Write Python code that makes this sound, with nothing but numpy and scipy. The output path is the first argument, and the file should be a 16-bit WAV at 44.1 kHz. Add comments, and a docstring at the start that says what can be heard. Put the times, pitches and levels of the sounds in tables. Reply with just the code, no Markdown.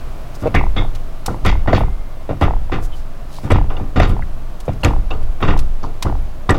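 """A bare gear lever is worked through its gates in a parked car, engine off, heard from between the seats.
It knocks over its detent and the linkage clunks home: damped sines and banded chatter noise.
Steel parts ring in clusters of close modes; the palm slaps and rubs the knob as shaped noise.
Clunks boom in the cabin, throws rock the body and a small loose part taps, over a faint hush and hum."""
import sys
import numpy as np
from scipy import signal
from scipy.fft import rfft, irfft
from scipy.io import wavfile
from scipy.ndimage import uniform_filter1d

SR = 44100
rng = np.random.default_rng(int(sys.argv[2]) if len(sys.argv) > 2 else 0)


def pcm_store(signal):
    """Save signal as 16-bit PCM."""
    levels = np.round(np.clip(np.atleast_2d(signal), -1, 1) * 32767)
    wavfile.write(sys.argv[1], SR, levels.astype(np.int16).T)


N = 290178
TIME = np.arange(N) / SR


def from_db(db):
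    """Decibels to amplitude gain."""
    return 10 ** (np.asarray(db) / 20)


def rms_one(x):
    """Scale to unit rms."""
    return x / np.sqrt(np.mean(x ** 2) + 1e-20)


def at_hz(points, hz):
    """Read a spectrum in dB on a log-frequency axis."""
    points = np.array(points)
    return np.interp(np.log(hz), np.log(points[:, 0]), points[:, 1])


def add(track, s, sound):
    """Mix a sound into a track at time s."""
    start = int(np.clip(round(s * SR), 0, N - 1))
    track[start:start + len(sound)] += sound[:N - start]


def band(x, low_hz, high_hz):
    """Butterworth band-pass."""
    edges_hz = [low_hz, min(high_hz, 0.45 * SR)]
    return signal.sosfilt(signal.butter(2, edges_hz, "band", fs=SR, output="sos"), x)


def coloured(spectrum):
    """Steady noise with a given spectrum, rms 1."""
    hz = np.maximum(np.fft.rfftfreq(N, 1 / SR), 1)
    white = rfft(rng.standard_normal(N))
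    return rms_one(irfft(white * from_db(at_hz(spectrum, hz)), N))


def evened(x, span_s):
    """Hold the rms near 1 over a short span, keeping the finer grain."""
    power = np.abs(uniform_filter1d(x ** 2, int(span_s * SR) + 1))
    return x / np.sqrt(power + 1e-12)


def ping(hz, t60, rise_s):
    """A damped sine that builds up over rise_s and falls 60 dB in t60 seconds."""
    t = TIME[:int(t60 * SR) + 64]
    return np.sin(2 * np.pi * hz * t) * from_db(-60 * t / t60) * (1 - np.exp(-t / rise_s))


def burst(rise_s, hold_s, t60, size=SR // 2):
    """Envelope of a contact: quick rise, short hold, exponential decay."""
    t = TIME[:size]
    return (1 - np.exp(-t / rise_s)) * from_db(-60 * np.maximum(t - hold_s, 0) / t60)


# Still air in the cabin. Each row: frequency in Hz, relative level in dB per Hz.
AIR_SPECTRUM = [(30, -6.5), (50, -1.5), (87, -14.5), (125, -3.5), (167, -11), (284, -14.5), (340, -15),
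                (480, -19), (640, -13.5), (905, -21.5), (1150, -20), (1450, -25.5), (1960, -30),
                (3030, -33), (5000, -38.5), (8000, -43), (16000, -45)]
# Course of the hush. Each row: time in seconds, relative level in dB.
HUSH_COURSE = [(0, 2), (1.2, 0), (2.0, -1.2), (4.4, -0.8), (6.5, -1)]
AIR_DB = -35   # before the course and level_db
HUM_HZ, HUM_DB = 119.4, -43


def air(level_db):
    """The hush and hum of the world outside: shaped noise that eases off a little, and a steady sine."""
    s, course_db = np.transpose(HUSH_COURSE)
    hush_db = AIR_DB + level_db + np.interp(TIME, s, course_db)
    hum = from_db(HUM_DB) * np.sin(2 * np.pi * HUM_HZ * TIME)
    return from_db(hush_db) * coloured(AIR_SPECTRUM) + hum


# Throws that shove the car body. Each row: start in seconds, relative sway in dB, relative rumble in dB.
BODY_SHOVES = [(0.0, -23, -29), (0.55, -9.5, -15), (0.77, -18.5, -25), (1.419, -11.5, -12.5),
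               (1.72, -17, -13), (2.42, -12.5, -14), (2.74, -16, -25), (3.5, -11, -12), (3.97, -16, -13.5),
               (4.14, -17, -23), (4.85, -14.5, -12), (5.1, -11, -20.5), (5.44, -6.5, -15.5),
               (6.04, -15.5, -17), (6.49, -18.5, -19)]
SHOVE_RISE_S, SHOVE_HOLD_S = 0.02, 0.14
SWAY_T60_S, RUMBLE_T60_S = 1.91, 0.59
IDLE_SWAY_DB, IDLE_RUMBLE_DB = -23, -33   # the body never quite settles


def rocking(sway_hz, sway_db, rumble_db):
    """Each shove swells a sway of wandering rate and a rougher, higher rumble that dies sooner."""
    sway_power = np.full(N, from_db(IDLE_SWAY_DB) ** 2)
    rumble_power = np.full(N, from_db(IDLE_RUMBLE_DB) ** 2)
    sway_shape = burst(SHOVE_RISE_S, SHOVE_HOLD_S, SWAY_T60_S, size=2 * SR)
    rumble_shape = burst(SHOVE_RISE_S, SHOVE_HOLD_S, RUMBLE_T60_S, size=SR)
    for s, swing_db, shake_db in BODY_SHOVES:
        add(sway_power, s, (from_db(swing_db + sway_db) * sway_shape) ** 2)
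        add(rumble_power, s, (from_db(shake_db + rumble_db) * rumble_shape) ** 2)
    rate_hz = sway_hz * (1 + 0.32 * rms_one(band(rng.standard_normal(N), 2.3, 33.4)))
    sway = np.sin(2 * np.pi * np.cumsum(rate_hz) / SR)
    rumble = evened(band(rng.standard_normal(N), 20.2, 51.7), span_s=0.07)
    return np.sqrt(sway_power) * sway + np.sqrt(rumble_power) * rumble


# Skin sliding over the knob. Each row: middle in seconds, relative level in dB,
# time from the middle to exp(-2) of the swell in seconds, spectral peak in Hz.
HAND_RUBS = [(0.356, -38, 0.016, 4900), (0.415, -43, .027, 5560), (0.476, -42, 0.012, 4000),
             (1.792, -45, .048, 10000), (2.432, -44, .03, 9000), (2.845, -37.5, .031, 6940),
             (2.976, -46, .06, 4800), (3.359, -39, 0.07, 4070), (3.446, -43.5, 0.041, 5500),
             (4.098, -41.5, 0.027, 10000), (4.66, -44, .01, 6900), (4.735, -45, .011, 5000),
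             (4.813, -45, .012, 5000), (5.232, -43.5, 0.014, 2980), (5.413, -46, .014, 11000),
             (5.602, -43, .017, 8000)]


def rubs(level_db, slope_db, grain_db):
    """Each slide of the hand is a soft swell of grainy hiss, changing by slope_db per octave off its peak."""
    out, size = np.zeros(N), SR // 4
    hz = np.maximum(np.fft.rfftfreq(size, 1 / SR), 1)
    t = TIME[:size] - TIME[size // 2]
    for s, db, length_s, bright_hz in HAND_RUBS:
        grain = rms_one(band(rng.standard_normal(size), 30, 600))
        friction = rng.standard_normal(size) * from_db(grain_db * grain)
        tilt = from_db(slope_db * np.abs(np.log2(hz / bright_hz)))
        hiss = rms_one(irfft(rfft(friction) * tilt, size))
        add(out, s + t[0], from_db(level_db + db) * hiss * np.exp(-2 * (t / length_s) ** 2))
    return out


def chatter(per_s, spread_db, smooth):
    """Dense uneven micro-contacts, blurred by nearby reflections, plus some smooth noise."""
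    hits = rng.random(N) < per_s / SR
    clicks = hits * rng.choice([-1, 1], N) * from_db(spread_db * rng.standard_normal(N))
    t = TIME[:SR // 40]
    # paths through the linkage scatter each contact over a few milliseconds
    scatter = rng.standard_normal(len(t)) * from_db(-60 * t / 0.019)
    return rms_one(signal.fftconvolve(clicks, scatter)[:N]) + smooth * rng.standard_normal(N)


# Resonances of the console's panels and brackets.
# Each row: frequency in Hz, width in Hz, gain of the resonance in dB.
CONSOLE_MODES = [(195.6, 4.8, -2.5), (283, 32, -6.5), (480, 31, -23), (606, 50, -8), (779, 40, -2),
                 (940, 11, -13), (1067, 92, 10.5), (1194, 18, 8.5), (1324, 26, -1), (1404, 88, 5),
                 (1640, 31, -8), (1755, 14, -2), (1742, 23, -0.5), (1866, 41, 8), (2030, 25, 5.5),
                 (2283, 43, 8.5), (2380, 25, 6.5), (2717, 38, 2.5), (2760, 17, -4), (3070, 17, -13),
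                 (3340, 73, 2.5), (3552, 73, 9), (3700, 98, 2), (4443, 72, 10.5), (4550, 40, 4),
                 (5350, 140, 6.5), (6030, 100, 10)]


def console(x, direct):
    """The console's panels and brackets resonate in parallel with the direct shake."""
    out = direct * x
    for hz, width_hz, db in CONSOLE_MODES:
        b, a = signal.iirpeak(hz, hz / width_hz, fs=SR)
        out = out + from_db(db) * signal.lfilter(b, a, x)
    return out


# Linkage going home. Each row: start in seconds, then relative levels in dB of clunk (750 Hz),
# thud (170 Hz), clank (2400 Hz) and edge (5400 Hz), and chatter hold in seconds.
LINKAGE_CLUNKS = [(0.421, -18.5, -21, -38, -51, 0.052), (0.542, -8, -13.5, -15, -40, 0.017),
                  (0.762, -12.5, -17, -24.5, -40, 0.029), (1.279, -11.5, -21, -47, -45, 0.03),
                  (1.449, -2.5, -18.5, -17.5, -32, 0.0079), (1.461, -8, -15.5, -15.5, -28, 0.016),
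                  (1.476, -17.5, -21, -20, -27.5, 0.02), (1.673, -6.5, -18, -25, -44, 0.025),
                  (1.728, 1, -12.5, -22.5, -25.5, 0.0088), (1.747, -11.5, -19, -18.5, -26.5, 0.015),
                  (1.804, -19, -19, -29, -53, 0.0027), (2.291, -18, -21, -33, -48, .014),
                  (2.41, -4, -14.5, -21.5, -48, 0.01), (2.423, -3.5, -15.5, -15.5, -35, 0.005),
                  (2.718, -11, -19.5, -21.5, -39.5, 0.026), (3.432, -23.5, -21, -38, -50, 0.036),
                  (3.502, -2, -13.5, -16, -59, 0.018), (3.514, -20, -13, -17.5, -32, 0.0036),
                  (3.546, -12.5, -15.5, -21, -41, 0.0048), (3.7005, -11.5, -32, -32.5, -52, .004),
                  (3.769, -18, -35, -40, -46, 0.0046), (3.802, -19.5, -21.5, -43, -57, 0.0026),
                  (3.959, -5.5, -12, -21, -31, 0.014), (3.996, -6, -10, -12, -35, 0.0054),
                  (4.017, -7, -20.5, -19.5, -26.5, 0.02), (4.094, -18, -16, -32, -39, 0.0094),
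                  (4.679, -25, -17.5, -31.5, -48, 0.0074), (4.833, -3.5, -15, -18, -45, 0.0042),
                  (4.846, -3.5, -11.5, -17, -33, .007), (5.104, -9.5, -30, -34, -37, 0.004),
                  (5.404, -16, -31, -33, -49, 0.021), (5.424, -7.5, -17.5, -20, -35.5, 0.021),
                  (5.477, -7.5, -15, -18.5, -39, 0.029), (5.83, -15, -29, -47, -33.5, 0.0081),
                  (6.047, -14.5, -18.5, -40, -53, 0.034), (6.49, 0.5, -12, -20, -43, 0.025),
                  (6.502, -8, -28, -22.5, -40, 0.0036), (6.541, -6.5, -21, -30, -34, 0.0092)]
CLUNK_T60_S = 0.25   # heavy blow, at 1 kHz
HEAVY_THUD_DB, LONGER_PER_DB = -19, 0.02   # rise of the log of t60 per dB of thud below heavy
CHOKE_GAPS = 6.3   # t60 at most this many times the gap to the next contact


def clunk_decays():
    """The t60 of each clunk: light blows ring slightly longer, and a quick next contact chokes the ring."""
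    s, _, thud_db, *_ = np.transpose(LINKAGE_CLUNKS)
    free_s = CLUNK_T60_S * np.exp(LONGER_PER_DB * np.maximum(HEAVY_THUD_DB - thud_db, 0))
    return np.minimum(free_s, CHOKE_GAPS * np.diff(s, append=np.inf))


# The linkage's own spectrum. Each row: frequency in Hz, relative level in dB per Hz.
LINKAGE_SPECTRUM = [(100, -2), (159, -10.5), (240, -15), (345, -11.5), (688, -19), (1160, -18.5),
                    (1500, -22.5), (1900, -24), (2750, -27), (3110, -30), (3550, -29.5), (4100, -33.5),
                    (6300, -46.5), (8000, -69), (15000, -68)]


def clunks(thud_db, clunk_db, clank_db, edge_db, rise_s, tail_db, tail_t60, bass_hang):
    """Steel faces chatter together for a moment; the cabin carries a fainter, longer tail."""
    shakes = [console(chatter(per_s=900, spread_db=3.5, smooth=0.4), direct=0.95) for _ in range(2)]
    edges_hz = np.geomspace(100, 16000, 19)
    zones_hz = np.array([170, 750, 2400, 5400])
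    tail = from_db(tail_db) * burst(0.096, 0, tail_t60)
    decays_s = clunk_decays()
    out = np.zeros(N)
    for k, (low, high) in enumerate(zip(edges_hz, edges_hz[1:])):
        hz, power = np.sqrt(low * high), np.zeros(N)
        slow = (1000 / hz) ** bass_hang   # lows build later and last longer
        for (s, clunk, thud, clank, edge, hold_s), t60 in zip(LINKAGE_CLUNKS, decays_s):
            # the blow's level in each zone bends the linkage's own spectrum
            zone_db = np.array([thud + thud_db, clunk + clunk_db, clank + clank_db, edge + edge_db])
            bend_db = zone_db - at_hz(LINKAGE_SPECTRUM, zones_hz) - 10 * np.log10(zones_hz)
            own_db = at_hz(LINKAGE_SPECTRUM, hz) + 10 * np.log10(hz)
            db = own_db + np.interp(np.log(hz), np.log(zones_hz), bend_db)
            contact = burst(rise_s * slow, hold_s, t60 * slow)
            add(power, s, from_db(db) ** 2 * (contact ** 2 + tail ** 2))
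        # neighbouring bands use different chatter
        out += np.sqrt(power) * evened(band(shakes[k % 2], low, high), span_s=0.032)
    return out


# Cabin and body modes. Each row: centre frequency in Hz, relative level in dB, t60 in seconds.
CABIN_MODES = [(31.48, -1.5, 1), (40.7, -41, 0.3), (80.4, 2, 0.23), (90.7, 3, 0.3), (147, -0.5, 0.067),
               (196.4, -1, 0.15), (287.5, -5, 0.21)]


def boom(level_db, lag_s, rise_s):
    """The thud of every clunk sets the cabin's low modes ringing, slightly detuned each time."""
    out = np.zeros(N)
    for s, _, thud_db, *_ in LINKAGE_CLUNKS:
        for hz, db, t60 in CABIN_MODES:
            mode_hz = hz * (1 + 0.022 * rng.standard_normal())
            add(out, s + lag_s, from_db(level_db + thud_db + db) * ping(mode_hz, t60, rise_s))
    return out


# Lever knocking over the detent. Each row: start in seconds, relative level in dB, pitch in Hz.
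DETENT_KNOCKS = [(0.548, -5.5, 705), (1.681, -6.5, 640), (1.7322, 3, 646), (1.8125, -9, 644),
                 (2.331, -17, 640), (2.415, -10, 736), (2.424, -4.5, 760), (2.726, -10.5, 430),
                 (3.523, -6, 520), (3.799, -19.5, 830), (4.0007, 2, 660), (4.6808, -6.5, 510),
                 (4.693, -10.5, 690), (5.4257, -13, 1210), (5.438, -11, 1110), (5.490, -15, 945),
                 (6.492, -7, 1050)]
# Lever sticking and slipping on the detent's ramp. Each row: start in seconds, relative level in dB,
# centre pitch in Hz, time between slips in seconds, number of slips.
RAMP_JUDDERS = [(0.436, -16.5, 620, 0.0084, 2), (0.4578, -4.5, 502, 0.0064, 4),
                (2.292, -10.5, 530, .009, 3), (5.84, -17.5, 980, 0.0074, 2)]
KNOCK_T60_S = 0.016
SLIP_DETUNE = 0.098   # pitch scatter from slip to slip, as a share


def knocks(level_db, rise_s):
    """Short hollow knocks of a few cycles: single, or in a quick run of slips."""
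    out, hits = np.zeros(N), list(DETENT_KNOCKS)
    for s, db, hz, gap_s, slips in RAMP_JUDDERS:
        for k in range(round(slips)):
            hits.append((s + k * gap_s, db, hz * (1 + SLIP_DETUNE * rng.standard_normal())))
    for s, db, hz in hits:
        add(out, s, from_db(level_db + db) * ping(hz, KNOCK_T60_S, rise_s))
    return out


# Steel parts set ringing. Each row: start in seconds, relative level in dB, centre pitch in Hz,
# spread of the close modes to either side in Hz, t60 in seconds.
STEEL_RINGS = [(0.470, -26, 2370, 300, 0.068), (0.549, -9, 1733, 140, .066), (0.556, -13, 2120, 168, 0.23),
               (0.558, -21.5, 2520, 259, 0.22), (0.765, -17.5, 3504, 224, 0.21),
               (0.770, -20, 2140, 29.8, .18), (1.284, -12.5, 1267, 231, 0.039),
               (1.457, -16.5, 2090, 128, 0.28), (1.678, -13, 1910, 53, .045), (1.73, -3.5, 1890, 180, 0.02),
               (3.517, -23, 8270, 500, .027), (3.702, -27, 2900, 220, 0.019), (3.7668, -23, 2830, 85, .03),
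               (3.767, -26, 3500, 150, .025), (4.000, -5, 1920, 378, 0.044), (4.223, -18, 1790, 259, 0.027),
               (4.833, -11, 2820, 130, .037), (4.834, -17.5, 4270, 180, .049),
               (4.847, -2, 2680, 450, 0.018), (4.847, -3.5, 6950, 870, 0.0077),
               (5.108, -16.5, 2766, 132, 0.057), (5.109, -26.5, 3620, 130, 0.045),
               (5.4245, -15, 2930, 730, 0.0395), (6.067, -13.5, 1215, 300, 0.04),
               (6.4942, -4, 1856, 127, .077), (6.493, -16.5, 3620, 92, .042),
               (6.506, -10.5, 8000, 137, .017)]


def rings(level_db, rise_s, scatter, count):
    """Rods and springs ring in clusters of close modes, struck a moment apart, that beat roughly."""
    out = np.zeros(N)
    for s, db, hz, spread_hz, t60 in STEEL_RINGS:
        places = np.linspace(-1, 1, count) + rng.uniform(-1.15, 1, count) / count
        lags_s = scatter * min(t60, 0.25) * rng.random(count) ** 2   # freer parts keep jangling longer
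        cluster = np.zeros(N)
        for place, lag_s in zip(places, lags_s):
            add(cluster, lag_s, ping(hz + spread_hz * place, t60, rise_s))
        # the modes share the energy of one ping
        share = np.sqrt(np.sum(ping(hz, t60, rise_s) ** 2) / np.sum(cluster ** 2))
        add(out, s, from_db(level_db + db) * share * cluster)
    return out


# Spectrum of slaps and snaps. Each row: frequency in Hz, relative level in dB per Hz.
SLAP_SPECTRUM = [(500, -14), (800, 14), (1520, 3.5), (2730, 4), (4000, 5), (5400, 4), (7500, -0.5),
                 (9500, -3.5), (11000, -4), (16000, -12)]
# Palm slaps and sharp snaps. Each row: start in seconds, relative body level in dB,
# relative top level in dB, contact hold in seconds.
HAND_SNAPS = [(0.548, -12, -26, .002), (0.948, -26, -38.5, 0.012), (1.259, -10.5, -28, 0.0012),
              (1.2609, -18, -15.5, .0025), (1.448, -16, -31, 0.0018), (1.459, -27, -22, .002),
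              (2.41, -18.5, -36, 0.0032), (3.504, -24, -29, 0.0022), (3.518, -15, -30, .003),
              (3.996, -29, -30.5, .004), (4.601, -25, -33, 0.0051), (4.835, -20, -23, 0.0012),
              (4.846, -6, -18, .0005), (5.573, -21.5, -35, .005), (5.5896, -12.5, -23, 0.0012),
              (6.0239, -5, -18, .0035), (6.493, -7.5, -31, 0.0033), (6.504, -19, -26, 0.0025)]
SNAP_T60_S = 0.035


def snaps(body_db, top_db, split_hz, rise_s, tail_db, tail_t60):
    """Bright cracks of noise in two bands that die within milliseconds, with a faint cabin tail."""
    body, top = np.zeros(N), np.zeros(N)
    tail = from_db(tail_db) * burst(0.005, 0, tail_t60)
    for s, db, high_db, hold_s in HAND_SNAPS:
        shape = burst(rise_s, hold_s, SNAP_T60_S) + tail
        add(body, s, from_db(db + body_db) * shape)
        add(top, s, from_db(high_db + top_db) * shape)
    crack = evened(band(coloured(SLAP_SPECTRUM), 470, split_hz), span_s=0.0046)
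    sizzle = evened(band(coloured(SLAP_SPECTRUM), split_hz, SR / 2), span_s=0.004)
    return body * crack + top * sizzle


# Runs of taps of the loose part as the body shakes.
# Each row: start in seconds, relative level of the first tap in dB, number of taps.
TAP_RUNS = [(0.611, -8, 3), (0.822, -13.5, 2), (1.282, -9, 1), (1.344, -15.5, 1), (1.499, -9.5, 3),
            (1.66, -16, 1), (1.78, -6, 3), (1.882, -21, 1), (2.481, -6, 4), (2.697, -18, 1),
            (2.786, -15, 1), (3.385, -19, 1), (3.476, -19, 1), (3.558, -6.5, 4), (4.166, -14, 2),
            (4.908, -10, 3), (5.538, -9.5, 2), (6.055, -11, 1), (6.098, -11.5, 3)]
TAP_GAP_S, TAP_SLOWING_S = 0.0265, 0.000514   # slowing: times the square of the taps gone by
TAP_FADE_DB = 1.5   # loss, times the square of the taps gone by


def taps():
    """The taps of every run as (s, dB): they slow a little and fade ever faster as the shaking dies."""
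    return [(s + k * TAP_GAP_S + k * k * TAP_SLOWING_S, db - k * k * TAP_FADE_DB)
            for s, db, count in TAP_RUNS for k in range(round(count))]


def rattle(level_db, pitch_hz, swell_s, overtone_hz, overtone_db):
    """Each soft tap of the loose part swells and dies within a few cycles, its pitch a little scattered."""
    out, t = np.zeros(N), TIME[:SR // 40]
    swell = (t / swell_s) ** 2 * np.exp(2 - 2 * t / swell_s)
    for s, db in taps():
        turn = 2 * np.pi * t * (1 + 0.04 * rng.standard_normal())
        tone = np.sin(pitch_hz * turn) + from_db(overtone_db) * np.sin(overtone_hz * turn)
        add(out, s, from_db(level_db + db) * swell * tone)
    return out


def spring(s, hz, level_db, t60):
    """After one hard clunk the return spring sings on, two close modes beating."""
    out = np.zeros(N)
    modes = ping(hz, t60, 0.002) + 0.5 * ping(hz * 1.007, t60, 0.002)
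    add(out, s, from_db(level_db) * modes)
    return out


def squeak(s, length_s, start_hz, end_hz, level_db):
    """The pivot gives one faint, falling squeak, its pitch jittered by noise."""
    out, t = np.zeros(N), TIME[:int(length_s * SR)]
    glide_hz = end_hz + (start_hz - end_hz) * (1 - t / length_s) ** 2
    hz = glide_hz + 230 * rms_one(band(rng.standard_normal(N), 100, 900))[-len(t):]
    tone = np.sin(2 * np.pi * np.cumsum(hz) / SR)
    add(out, s, from_db(level_db) * np.sin(np.pi * t / length_s) * tone)
    return out


def scene():
    """All sources, close by in the small cabin."""
    lever = clunks(thud_db=-10.5, clunk_db=-20.5, clank_db=-10.5, edge_db=-13.5,
                   rise_s=0.0011, tail_db=-17.5, tail_t60=0.55, bass_hang=0.29)
    lever += knocks(level_db=3.5, rise_s=0.0004)
    lever += rings(level_db=-3.5, rise_s=0.00046, scatter=0.06, count=13)
    lever += spring(s=1.73, hz=2100, level_db=-45.5, t60=1.6)
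    lever += squeak(s=2.915, length_s=0.045, start_hz=3180, end_hz=3020, level_db=-40)
    hand = snaps(body_db=-13.5, top_db=-7.5, split_hz=5840, rise_s=0.0013, tail_db=-26.5, tail_t60=0.51)
    hand += rubs(level_db=-5, slope_db=-8, grain_db=3.5)
    car = boom(level_db=-1.0, lag_s=0.00396, rise_s=0.0035)
    car += rocking(sway_hz=15.5, sway_db=2.0, rumble_db=-0.5)
    car += rattle(level_db=-3, pitch_hz=856, swell_s=0.0013, overtone_hz=1980, overtone_db=-22)
    return (lever + hand + car + air(level_db=-1))[None]


CUTOFF_HZ = 16100


def record(dry):
    """The loudest peaks are rounded off and the top is cut steeply."""
    limited = dry / (1 + np.abs(dry) ** 6) ** (1 / 6)
    return signal.sosfilt(signal.ellip(10, 0.1, 90, CUTOFF_HZ, fs=SR, output="sos"), limited)


dry = scene()
out = record(dry)
pcm_store(out)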